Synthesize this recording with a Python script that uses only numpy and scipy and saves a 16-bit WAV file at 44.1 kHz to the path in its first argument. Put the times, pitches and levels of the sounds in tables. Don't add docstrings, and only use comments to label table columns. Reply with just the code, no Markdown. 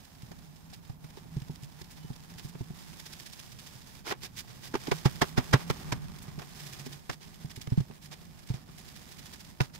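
import sys
import numpy as np
from scipy import signal
from scipy.fft import rfft, irfft, next_fast_len
from scipy.io import wavfile
from scipy.ndimage import uniform_filter1d, map_coordinates

SR = 44100
rng = np.random.default_rng(int(sys.argv[2]) if len(sys.argv) > 2 else 0)


def store_pcm(level_fs):
    pcm = np.round(np.clip(level_fs, -1, 1) * 32767).astype(np.int16)
    wavfile.write(sys.argv[1], SR, np.atleast_2d(pcm).T)


def how_loud(loudness_db):
    steps = np.asarray(loudness_db, float) / 20
    return 10 ** steps


N = 431738


def unit(x):
    return x / np.sqrt(np.mean(x ** 2) + 1e-20)


def along(points, hz):
    f, v = np.transpose(points)
    return np.interp(np.log(hz + 1), np.log(f + 1), v)


def over_time(points):
    return np.interp(np.arange(N) / SR, *np.transpose(points))


def wobble(rate):
    knots = rng.standard_normal(int(N * rate / SR) + 4)
    return map_coordinates(knots, [np.arange(N) * rate / SR])


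def filtered(x, response):
    m = next_fast_len(N + 8192)
    return irfft(rfft(x, m) * response(np.fft.rfftfreq(m, 1 / SR)), m)[..., :N]


# peak in seconds, level in dB, fall in ms, body in dB.
SMACKS = [(0.319, -52, 4.2, 1), (0.739, -49.5, 8.3, -17), (0.9, -55, 2.1, 4), (1.176, -55, 12, -1.5),
          (2.553, -65.5, 3.5, 16.5), (4.068, -47.5, 6, 4), (4.113, -46, 7.1, 13), (4.124, -40, 1.7, 12),
          (4.45, -70, 2.7, 13), (4.744, -40, 1.8, 8.5), (4.756, -39.5, 3.8, 10), (4.874, -45, 6.6, 6.5),
          (4.919, -33.5, 4.3, 7.5), (5.059, -31, 5.9, 4.5), (5.221, -27.5, 5.1, 7), (5.381, -34, 7.5, 7),
          (5.537, -26, 5.7, 8.5), (5.704, -31, 4.3, 3.5), (5.926, -33, 4.3, 3), (6.395, -49.5, 6.7, 5.5),
          (6.421, -50.5, 3.9, 6.5), (7.1, -39.5, 3.5, 8.5), (7.674, -46, 1.5, 3.5), (7.779, -50, 8.6, 2.5),
          (7.913, -58.5, 3, 11), (9.608, -32.5, 1.6, 11), (9.617, -39.5, 5.1, 1), (9.701, -61, 2.5, 7.5)]
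# peak in seconds, level in dB, fall in ms, body in dB.
PATS = [(0.052, -54.5, 4.2, -15), (0.224, -56, 6.2, -11), (1.045, -54.5, 4.5, -1), (1.106, -56, 4.7, -9),
        (1.369, -56.5, 4.7, -3), (1.422, -50, 1.8, -3), (1.559, -52, 2.7, -14), (1.819, -49.5, 1.7, -13),
        (1.911, -54.5, 17, -31), (1.974, -55.5, 18, -3), (2.137, -54.5, 4, -9), (2.612, -56, 3, -1),
        (2.79, -55, 27, -10), (2.934, -54, 2.5, -3), (6.19, -50.5, 3.3, -26), (6.23, -52.5, 3.9, -57),
        (6.285, -53.5, 6.6, 4), (7.563, -47, 11, -19), (7.618, -42.5, 5.3, -17), (7.808, -50, 4.8, -2),
        (8.393, -54.5, 4.4, -15), (8.474, -51, 3.3, -22), (8.492, -49.5, 21, -4.5),
        (8.543, -49.7, 19, -2.5), (8.784, -50.5, 15, -26), (0.565, -58, 8, -10), (8.691, -59, 4, 8),
        (8.885, -52.5, 13, -12), (9.45, -52, 8, -14), (7.345, -56, 6.7, -13)]
# start in seconds, length in ms, level in dB, body in dB.
WIPES = [(1.632, 14, -55.5, -22), (2.387, 13, -50, -8), (2.44, 24, -56, -25), (2.49, 9.2, -57, -30),
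         (4.081, 43, -42, 1), (4.236, 27.3, -44.5, -6.5), (4.38, 28, -43.5, -14), (4.49, 27, -56, -1),
         (4.645, 35, -50.5, -12), (4.815, 28, -53.5, -2), (5.6, 17, -51, 4), (7.115, 25, -49.5, -4.5),
         (7.222, 27, -54.5, -4.5), (7.507, 12, -51, -7), (7.72, 15, -58.5, 3), (8.034, 31, -55, -22),
         (8.124, 16.6, -48.5, -2.5), (8.96, 15, -52.5, -14), (9.63, 24, -52, -1.5), (9.747, 14, -50.5, -7)]
# start in seconds, peak in dB.
BRUSHES = [(0.1494, -51), (0.2628, -53), (0.386, -51), (0.6994, -49), (0.8494, -51), (1.3992, -47),
           (1.4794, -49), (1.5094, -48), (1.7185, -52), (1.8412, -49), (2.0278, -49), (2.158, -47),
           (2.1994, -50), (2.2994, -48), (2.3361, -50), (2.5885, -47), (2.6374, -49), (3.1594, -46),
           (3.2939, -44), (3.4594, -46), (3.8147, -45), (3.9494, -45), (4.4483, -52), (4.6349, -39),
           (4.8015, -41), (4.9821, -38), (5.1544, -41), (5.7694, -43), (6.0392, -46), (6.1144, -48),
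           (6.1564, -45), (6.5544, -44), (6.7645, -44), (7.4544, -48), (7.6994, -45), (8.2494, -51),
           (8.306, -53), (8.4287, -48), (9.0444, -47), (9.2244, -44), (9.3332, -40), (9.4694, -49)]
# first and last pinch in seconds, middle level in dB.
RUNS = [
    (3.002, 3.4, -46.5),
    (3.525, 3.672, -49.5),
    (6.604, 6.932, -45),
    (9.124, 9.408, -47.5),
]


def touches():
    rows = [(s, db, 2.4 + 0.47 * fall, 0, fall, body) for s, db, fall, body in SMACKS]
    rows += [(s, db, 4.6, 0, fall, body) for s, db, fall, body in PATS]
    rows += [(s, db, 3.9 + 0.35 * hold, hold, 5, body) for s, hold, db, body in WIPES]
    rows += [(s + .005, db - 9.5, 5, 0, 5, -8) for s, db in BRUSHES]
    pinch_gap_s, ends_db, scatter_db = .067, -1, .5
    for first, last, db in RUNS:
        place = np.linspace(-1, 1, round((last - first) / pinch_gap_s) + 1)
        levels = db + ends_db * place ** 2 + scatter_db * rng.standard_normal(len(place))
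        times = first + (last - first) * (place + 1) / 2
        rows += [(s, level, 8.5, 0, 6.1, -12.5) for s, level in zip(times, levels)]
    return rows


def contacts():
    power = np.zeros((3, N + 2 * SR))
    t = np.arange(-SR // 14, SR // 7) / SR
    linger = np.array([[1], [1.5], [.9]])
    for s, db, rise_ms, hold_ms, fall_ms, body_db in touches():
        air_db = -7 - 0.23 * body_db
        before = np.minimum(t, 0)
        after = np.maximum(t - hold_ms / 1000, 0)
        swell = how_loud(-6 * (before * 1000 / max(rise_ms, .3)) ** 2)
        lead_in = how_loud(-45.0 + 60 * before / 0.15)
        fall = how_loud(-6 * after * 1000 / (linger * max(fall_ms, 1)))
        tail = how_loud(-23.5 - 60 * after / (0.044 * linger)) * (t > 0)
        level = how_loud(db + np.array([[0], [body_db - 0.4], [air_db]]))
        start = SR + round((s + t[0]) * SR)
        power[:, start:start + len(t)] += (level * (swell + lead_in) * (fall + tail)) ** 2
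    return power[:, SR:SR + N]


# time in seconds, level in dB.
WEIGHT = [(0, -60.5), (0.33, -53), (0.52, -58), (1.36, -49.5), (1.88, -53.5), (2.4, -49.5), (3.4, -57),
          (3.98, -55), (4.44, -54.5), (5.7, -40), (5.94, -37), (6.08, -41), (6.54, -52), (6.92, -47),
          (7.06, -58), (7.33, -53.5), (8.59, -54), (9.79, -54.5)]


def weight():
    return over_time(WEIGHT)


# time in seconds, level in dB.
RUB = [(0, -64), (0.8, -65.5), (1.92, -62), (2.72, -62), (2.79, -57), (3.97, -57.5), (4.03, -69),
       (4.44, -61.5), (4.95, -51.5), (5.73, -53), (6, -58.5), (6.4, -60.5), (6.62, -51), (7.04, -60),
       (8.65, -63.5), (8.78, -58), (9.36, -58), (9.79, -59.5)]
# middle in seconds, half-length in ms, level change
# in dB.
LIFTS = [(0.81, 29, -8), (0.98, 50, -9), (1.26, 80, -3.5), (1.69, 330, -1), (4.19, 35, 3), (4.315, 21, -7),
         (4.72, 54, -6), (5.35, 51, -8), (5.66, 23, -7), (7.04, 54, -6), (3.56, 44, -4.5), (7.18, 81, -6),
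         (7.86, 20, -3.5), (8, 40, -7), (8.65, 21, -8), (9.56, 41, -8.5), (9.71, 53, -11), (2.955, 15, -5),
         (3.851, 25, -4), (4.79, 15, -6), (5.189, 25, -5), (5.985, 35, -4), (8.103, 15, -5)]
# frequency in Hz, level in dB per Hz.
FLOUR = [(650, -32), (1100, -12.5), (1680, 2), (1870, 1.5), (2790, 0.5), (3550, 3), (4260, 0.5),
         (5110, 3.5), (8000, -10), (10400, -22), (17600, -120)]
# frequency in Hz, level in dB per Hz.
DOUGH = [(200, -18), (320, -4), (390, -3), (530, -11), (800, -5), (1900, -12.5), (2700, -18), (4200, -25),
         (7000, -120)]
# frequency in Hz, level in dB per Hz.
AIR = [(3530, -46), (6000, -6.5), (6440, -2), (7680, -4), (15300, -6.5)]


def hands(drift):
    now = np.arange(N) / SR
    weight_db = weight()
    fidget = 1.4 * np.maximum(wobble(36), -.9)
    lifted = sum(db * np.maximum(1 - abs(now - s) * 1000 / ms, 0) for s, ms, db in LIFTS)
    rub_db = over_time(RUB) + lifted
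    body_db = -60.5 + 0.42 * (weight_db - weight_db.mean())
    body_db += 0.61 * (rub_db - rub_db.mean())
    grit = unit(how_loud(1.9 * wobble(500)))
    rub, body, air = contacts()
    rub = np.sqrt(rub + how_loud(rub_db + fidget - 0.5) ** 2)
    body = np.sqrt(body + how_loud(body_db + fidget) ** 2)
    air = np.sqrt(air + how_loud(rub_db + fidget - 2.5) ** 2)
    return grit * (rub * rush(FLOUR, drift) + body * rush(DOUGH, drift) + air * rush(AIR, drift))


# start in seconds, level in dB, counter pitch in Hz, knock in dB.
PRESSES = [(0.232, -40.5, 129, -21), (1.043, -42.5, 135, -6), (1.253, -48.5, 121, 0),
           (1.367, -27.5, 136, -14.5), (1.419, -38, 131, -21), (1.496, -33, 149, -7.5),
           (1.629, -39.5, 137, -16), (1.813, -42.5, 139, -5), (2.045, -40.5, 148, -5),
           (2.102, -34.5, 134, -6), (2.358, -48, 118, -13), (2.448, -35.5, 136, -13),
           (2.551, -41, 142, -0.5), (2.607, -31.5, 122, -7), (2.703, -37, 141, -7), (5.988, -47, 148, -17),
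           (6.096, -41, 160, -61), (6.282, -39, 144, -40), (6.379, -36, 148, -5), (6.662, -48, 154, -9),
           (6.863, -41.5, 140, 5.5), (7.446, -34, 137, -10), (7.574, -41.5, 120, -3),
           (7.675, -34, 131, -13), (7.72, -22, 122, -11), (7.776, -18, 153, -29), (7.803, -26, 128, -13),
           (7.899, -44.5, 148, 3), (8.502, -25.5, 123, -13), (8.541, -33, 129, -13)]
# start in seconds, level in dB, counter pitch in Hz, knock in dB,
# left lead in radians.
LANDINGS = [(0.308, -46, 149, -2, 1.7), (0.897, -36, 121, -12, 1.9), (4.743, -34, 125, -4, 2.9),
            (4.879, -37, 160, 3, .2), (4.916, -24, 130, -16, 3), (5.056, -16, 133, -9, -1.3),
            (5.217, -26, 150, -2, 1.7), (5.378, -19, 123, -4, -2.6), (5.539, -14.5, 131, -9, -.4),
            (5.701, -25, 137, -8, 2.5), (5.924, -30, 123, -12, .8), (7.094, -33, 133, -18, 2.8),
            (9.606, -20, 132, -16, 1.6)]
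# frequency in Hz, level in dB, 60 dB decay in seconds.
KNOCK = [(241, 5, 0.072), (385, 9.5, 0.037), (698, 6, 0.016), (860, 5, 0.021)]


def thumps():
    out, t = np.zeros((2, N + SR)), np.arange(SR // 8) / SR
    luck = rng.standard_normal((len(PRESSES + LANDINGS), 2 * len(KNOCK) + 4))
    for (s, db, hz, knock_db, *known), draw in zip(PRESSES + LANDINGS, luck):
        lead = known[0] if known else np.sign(draw[-3]) * (1.22 + 0.46 * draw[-4])
        turn = np.array([[lead / 2], [-lead / 2]])
        damping = -60 * t / 0.066 - 60 * (t / 0.3) ** 2
        ring = how_loud(10.5 + damping) * np.sin(2 * np.pi * hz * t + turn)
        sway_hz = 72 * (1 + .18 * np.tanh(draw[-2]))
        sway_level = how_loud(-4.5 + 1.2 * draw[-1] - 60 * t / 0.067)
        ring += sway_level * np.sin(2 * np.pi * sway_hz * t + turn)
        ring *= 1 - np.exp(-t / 0.0025)
        for (mode_hz, mode_db, t60), size, detune in zip(KNOCK, draw, draw[len(KNOCK):]):
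            phase = 2 * np.pi * mode_hz * (1 + 0.062 * detune) * t + (2 + size) * turn
            level = how_loud(knock_db + mode_db + 0.5 + 0.37 * size - 60 * t / t60)
            ring += level * np.sin(phase) * (1 - np.exp(-t / 0.0064))
        out[:, round(s * SR):][:, :len(t)] += how_loud(db) * ring
    return out[:, :N]


# time in seconds, peak in dB, pitch in Hz.
SLAPS = [(0.316, -40, 371), (0.317, -38, 721), (0.731, -44, 759), (0.733, -50, 2094), (0.734, -45, 5345),
         (0.899, -43, 780), (0.899, -49, 1157), (1.174, -36, 387), (1.173, -48, 877), (1.814, -47, 1916),
         (1.816, -44, 5227), (4.071, -33, 366), (4.069, -33, 1485), (4.078, -33, 2164), (4.119, -32, 392),
         (4.118, -27, 748), (4.113, -24, 1900), (4.113, -29, 2223), (4.742, -23, 306), (4.743, -28, 990),
         (4.743, -30, 1415), (4.754, -20, 392), (4.752, -25, 823), (4.753, -29, 1065), (4.883, -25, 296),
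         (4.887, -36, 915), (4.92, -19, 387), (4.919, -21, 985), (4.922, -27, 1518), (4.914, -28, 2164),
         (5.058, -20, 371), (5.06, -21, 834), (5.058, -23, 1286), (5.065, -29, 1943), (5.229, -17, 382),
         (5.221, -15, 850), (5.219, -16, 1776), (5.217, -23, 3224), (5.22, -25, 5044), (5.379, -25, 613),
         (5.383, -20, 812), (5.376, -28, 1281), (5.377, -27, 1862), (5.54, -14, 392), (5.541, -15, 1092),
         (5.54, -15, 1388), (5.539, -12, 1695), (5.539, -16, 1964), (5.701, -23, 382), (5.704, -26, 1313),
         (5.928, -28, 328), (5.923, -22, 968), (5.923, -25, 2400), (7.097, -32, 538), (7.096, -32, 1545),
         (7.102, -35, 2051), (9.607, -24, 925), (9.607, -22, 1458), (9.607, -30, 1932), (9.606, -19, 2643)]


def slaps():
    out, t = np.zeros((2, N + SR)), np.arange(SR // 14) / SR
    rise_s = .001
    for (s, db, hz), turn in zip(SLAPS, rng.uniform(0, 1, (len(SLAPS), 4))):
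        t60_s = .036 * (400 / hz) ** .32
        shape = how_loud(db - 1.2 - 60 * t / t60_s) * (1 - np.exp(-t / rise_s))
        sides = np.array([[0], [0.092 + 0.24 * turn[1]]])
        twin_hz = hz * (1 + .1 * (2 * turn[2] - 1))
        ring = np.sin(2 * np.pi * (hz * t + turn[0] + sides))
        ring += .45 * np.sin(2 * np.pi * (twin_hz * t + turn[3] - sides))
        out[:, round((s - rise_s) * SR):][:, :len(t)] += shape * ring
    return out[:, :N]


# time in seconds, level in dB, counter pitch in Hz, left lead in radians.
NUDGES = [(0.44, -51, 161, -0.6), (0.7, -50, 163, 0.2), (0.76, -48, 117, -1.5), (1.01, -50, 146, 0.9),
          (2.198, -48, 140, 0.2), (2.892, -45, 161, 1.5), (3.026, -51, 151, 2.2), (3.15, -51, 149, -0.4),
          (3.205, -51, 138, 1.2), (3.29, -51, 156, 2.8), (3.429, -51, 149, -1.2), (3.523, -51, 135, 2.2),
          (3.67, -51, 133, -1.7), (3.748, -46, 128, -0.9), (3.891, -49, 130, -2.0), (4.1, -45, 130, -0.4),
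          (4.199, -48, 132, 2.1), (4.235, -47, 142, -3.1), (4.375, -47, 123, -1.9), (4.499, -51, 110, -0.7),
          (4.584, -49, 133, -0.4), (4.656, -48, 121, 2.5), (4.979, -46, 145, 3.0), (5.148, -44, 158, 2.2),
          (6.521, -50, 162, 2.6), (6.62, -46, 149, -3.1), (6.722, -47, 141, 0.6), (6.788, -44, 137, 1.0),
          (6.895, -47, 139, 1.6), (7.158, -52, 135, 3.0), (7.261, -50, 155, -0.9), (8.109, -47, 144, 2.1),
          (8.198, -49, 160, -1.3), (8.28, -49, 163, 2.9), (8.433, -49, 138, 2.9), (8.688, -46, 150, 1.4),
          (8.973, -51, 136, 2.5), (9.226, -49, 139, 1.2), (9.348, -52, 152, -0.3), (9.471, -51, 131, -1.4)]


def nudges():
    out, t = np.zeros((2, N + SR)), np.arange(SR // 8) / SR
    rise_s, t60_s = .012, .11
    swell = how_loud(10.5 - 60 * t / t60_s) * (1 - np.exp(-(t / rise_s) ** 2))
    for (s, db, hz, lead), turn in zip(NUDGES, rng.uniform(0, 2 * np.pi, len(NUDGES))):
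        ring = np.sin(2 * np.pi * hz * t + turn + np.array([[lead / 2], [-lead / 2]]))
        out[:, round((s - rise_s / 2) * SR):][:, :len(t)] += how_loud(db) * swell * ring
    return out[:, :N]


def squeak():
    start_s, length_s, pitch_hz = 1.985, .11, 3000
    place = np.clip((np.arange(N) / SR - start_s) / length_s, 0, 1)
    tone = np.sin(2 * np.pi * np.cumsum(pitch_hz * (1 + .006 * wobble(40))) / SR)
    return how_loud(-66) * np.sqrt(np.abs(np.sin(np.pi * place))) * tone


# time in seconds, pitch in Hz.
SAG = [(0, 150), (.7, 160), (2.9, 162), (3.7, 130), (4.5, 120), (5.15, 158), (5.75, 166), (5.87, 142),
       (6.02, 165), (6.8, 137), (7.3, 152), (8.15, 158), (9.79, 150)]


def hum():
    pitch_hz = over_time(SAG) * (1 + 0.05 * wobble(11))
    phase = 2 * np.pi * np.cumsum(pitch_hz) / SR
    apart = np.cumsum(14 * wobble(9)) / SR
    return unit(how_loud(4.6 * wobble(20)) * np.sin(phase + np.array([apart, -apart])))


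# frequency in Hz, level in dB per Hz.
SHAKE = [(12, -60), (20, -15.5), (75, -10), (107, -9), (129, -19.5), (145, -6.5), (177, -9), (287, -18.5),
         (330, -30.5), (430, -53), (730, -120)]


def counter_shake(drift):
    weight_db = weight()
    rumble_level = how_loud(-1.1 + (0.49 - 1) * (weight_db - weight_db.mean()))
    shaking = rumble_level * rush(SHAKE, drift) + how_loud(-4) * hum()
    return how_loud(weight_db + 0.48 * wobble(22)) * shaking


# frequency in Hz, level in dB per Hz.
HISS = [(120, -27), (200, 6.5), (333, -1), (392, -6), (525, -4), (874, -0.5), (1510, -18), (5110, -22),
        (9140, -22), (14700, -15), (15500, -19)]


def hiss(drift):
    return how_loud(-61 - 3) * rush(HISS, drift)


# frequency in Hz, left-right likeness from 0 to 1.
ALIKE = [(100, 0.83), (500, 0.43), (2000, 0.24), (5000, 0.53), (12000, 0.3)]


def rush(spectrum, drift):
    a, b = signal.stft(rng.standard_normal((2, N)), nperseg=4096, noverlap=3072)[2]
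    hz = np.fft.rfftfreq(4096, 1 / SR)[:, None]
    turn = np.arccos(np.clip(along(ALIKE, hz), -1, 1)) / 2
    mid, side = a * np.cos(turn), b * np.sin(turn)
    z = np.array([(mid + side) * drift, (mid - side) * drift.conj()])
    z = z / (abs(z) + 1e-9) ** 0.94
    z = how_loud(along(spectrum, hz)) * z
    return unit(signal.istft(z, nperseg=4096, noverlap=3072)[1][:, :N])


def drifting(step, size):
    kicks = rng.standard_normal((2049, -(-N // 1024) + 1))
    kicks = uniform_filter1d(kicks, size, 0)
    kicks[:28] = 3 * kicks[14]
    kicks = unit(kicks)
    return np.exp(1j * step * (np.cumsum(kicks, 1) + 8 * kicks[:, :1]))


# frequency in Hz, left minus right in dB.
LEAN = [(60, -5), (180, -3.0), (550, -4.5), (1650, -3), (4970, -7.5), (15000, -6)]


def microphone(dry):
    top_hz = 15740
    near = filtered(dry, lambda hz: how_loud(along(LEAN, hz) * [[.5], [-.5]]) * (hz < top_hz))
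    return near / (1 + (near / .7) ** 4) ** (1 / 4)


def scene():
    drift = drifting(step=0.2976, size=12)
    close = hands(drift) + thumps() + slaps() + nudges() + squeak()
    return close + counter_shake(drift) + hiss(drift)


def top_cut(x):
    return signal.sosfilt(signal.butter(12, 15780, fs=SR, output="sos"), x)


def record(dry):
    mix = microphone(dry)
    return top_cut(mix)


dry = scene()
out = record(dry)
store_pcm(out)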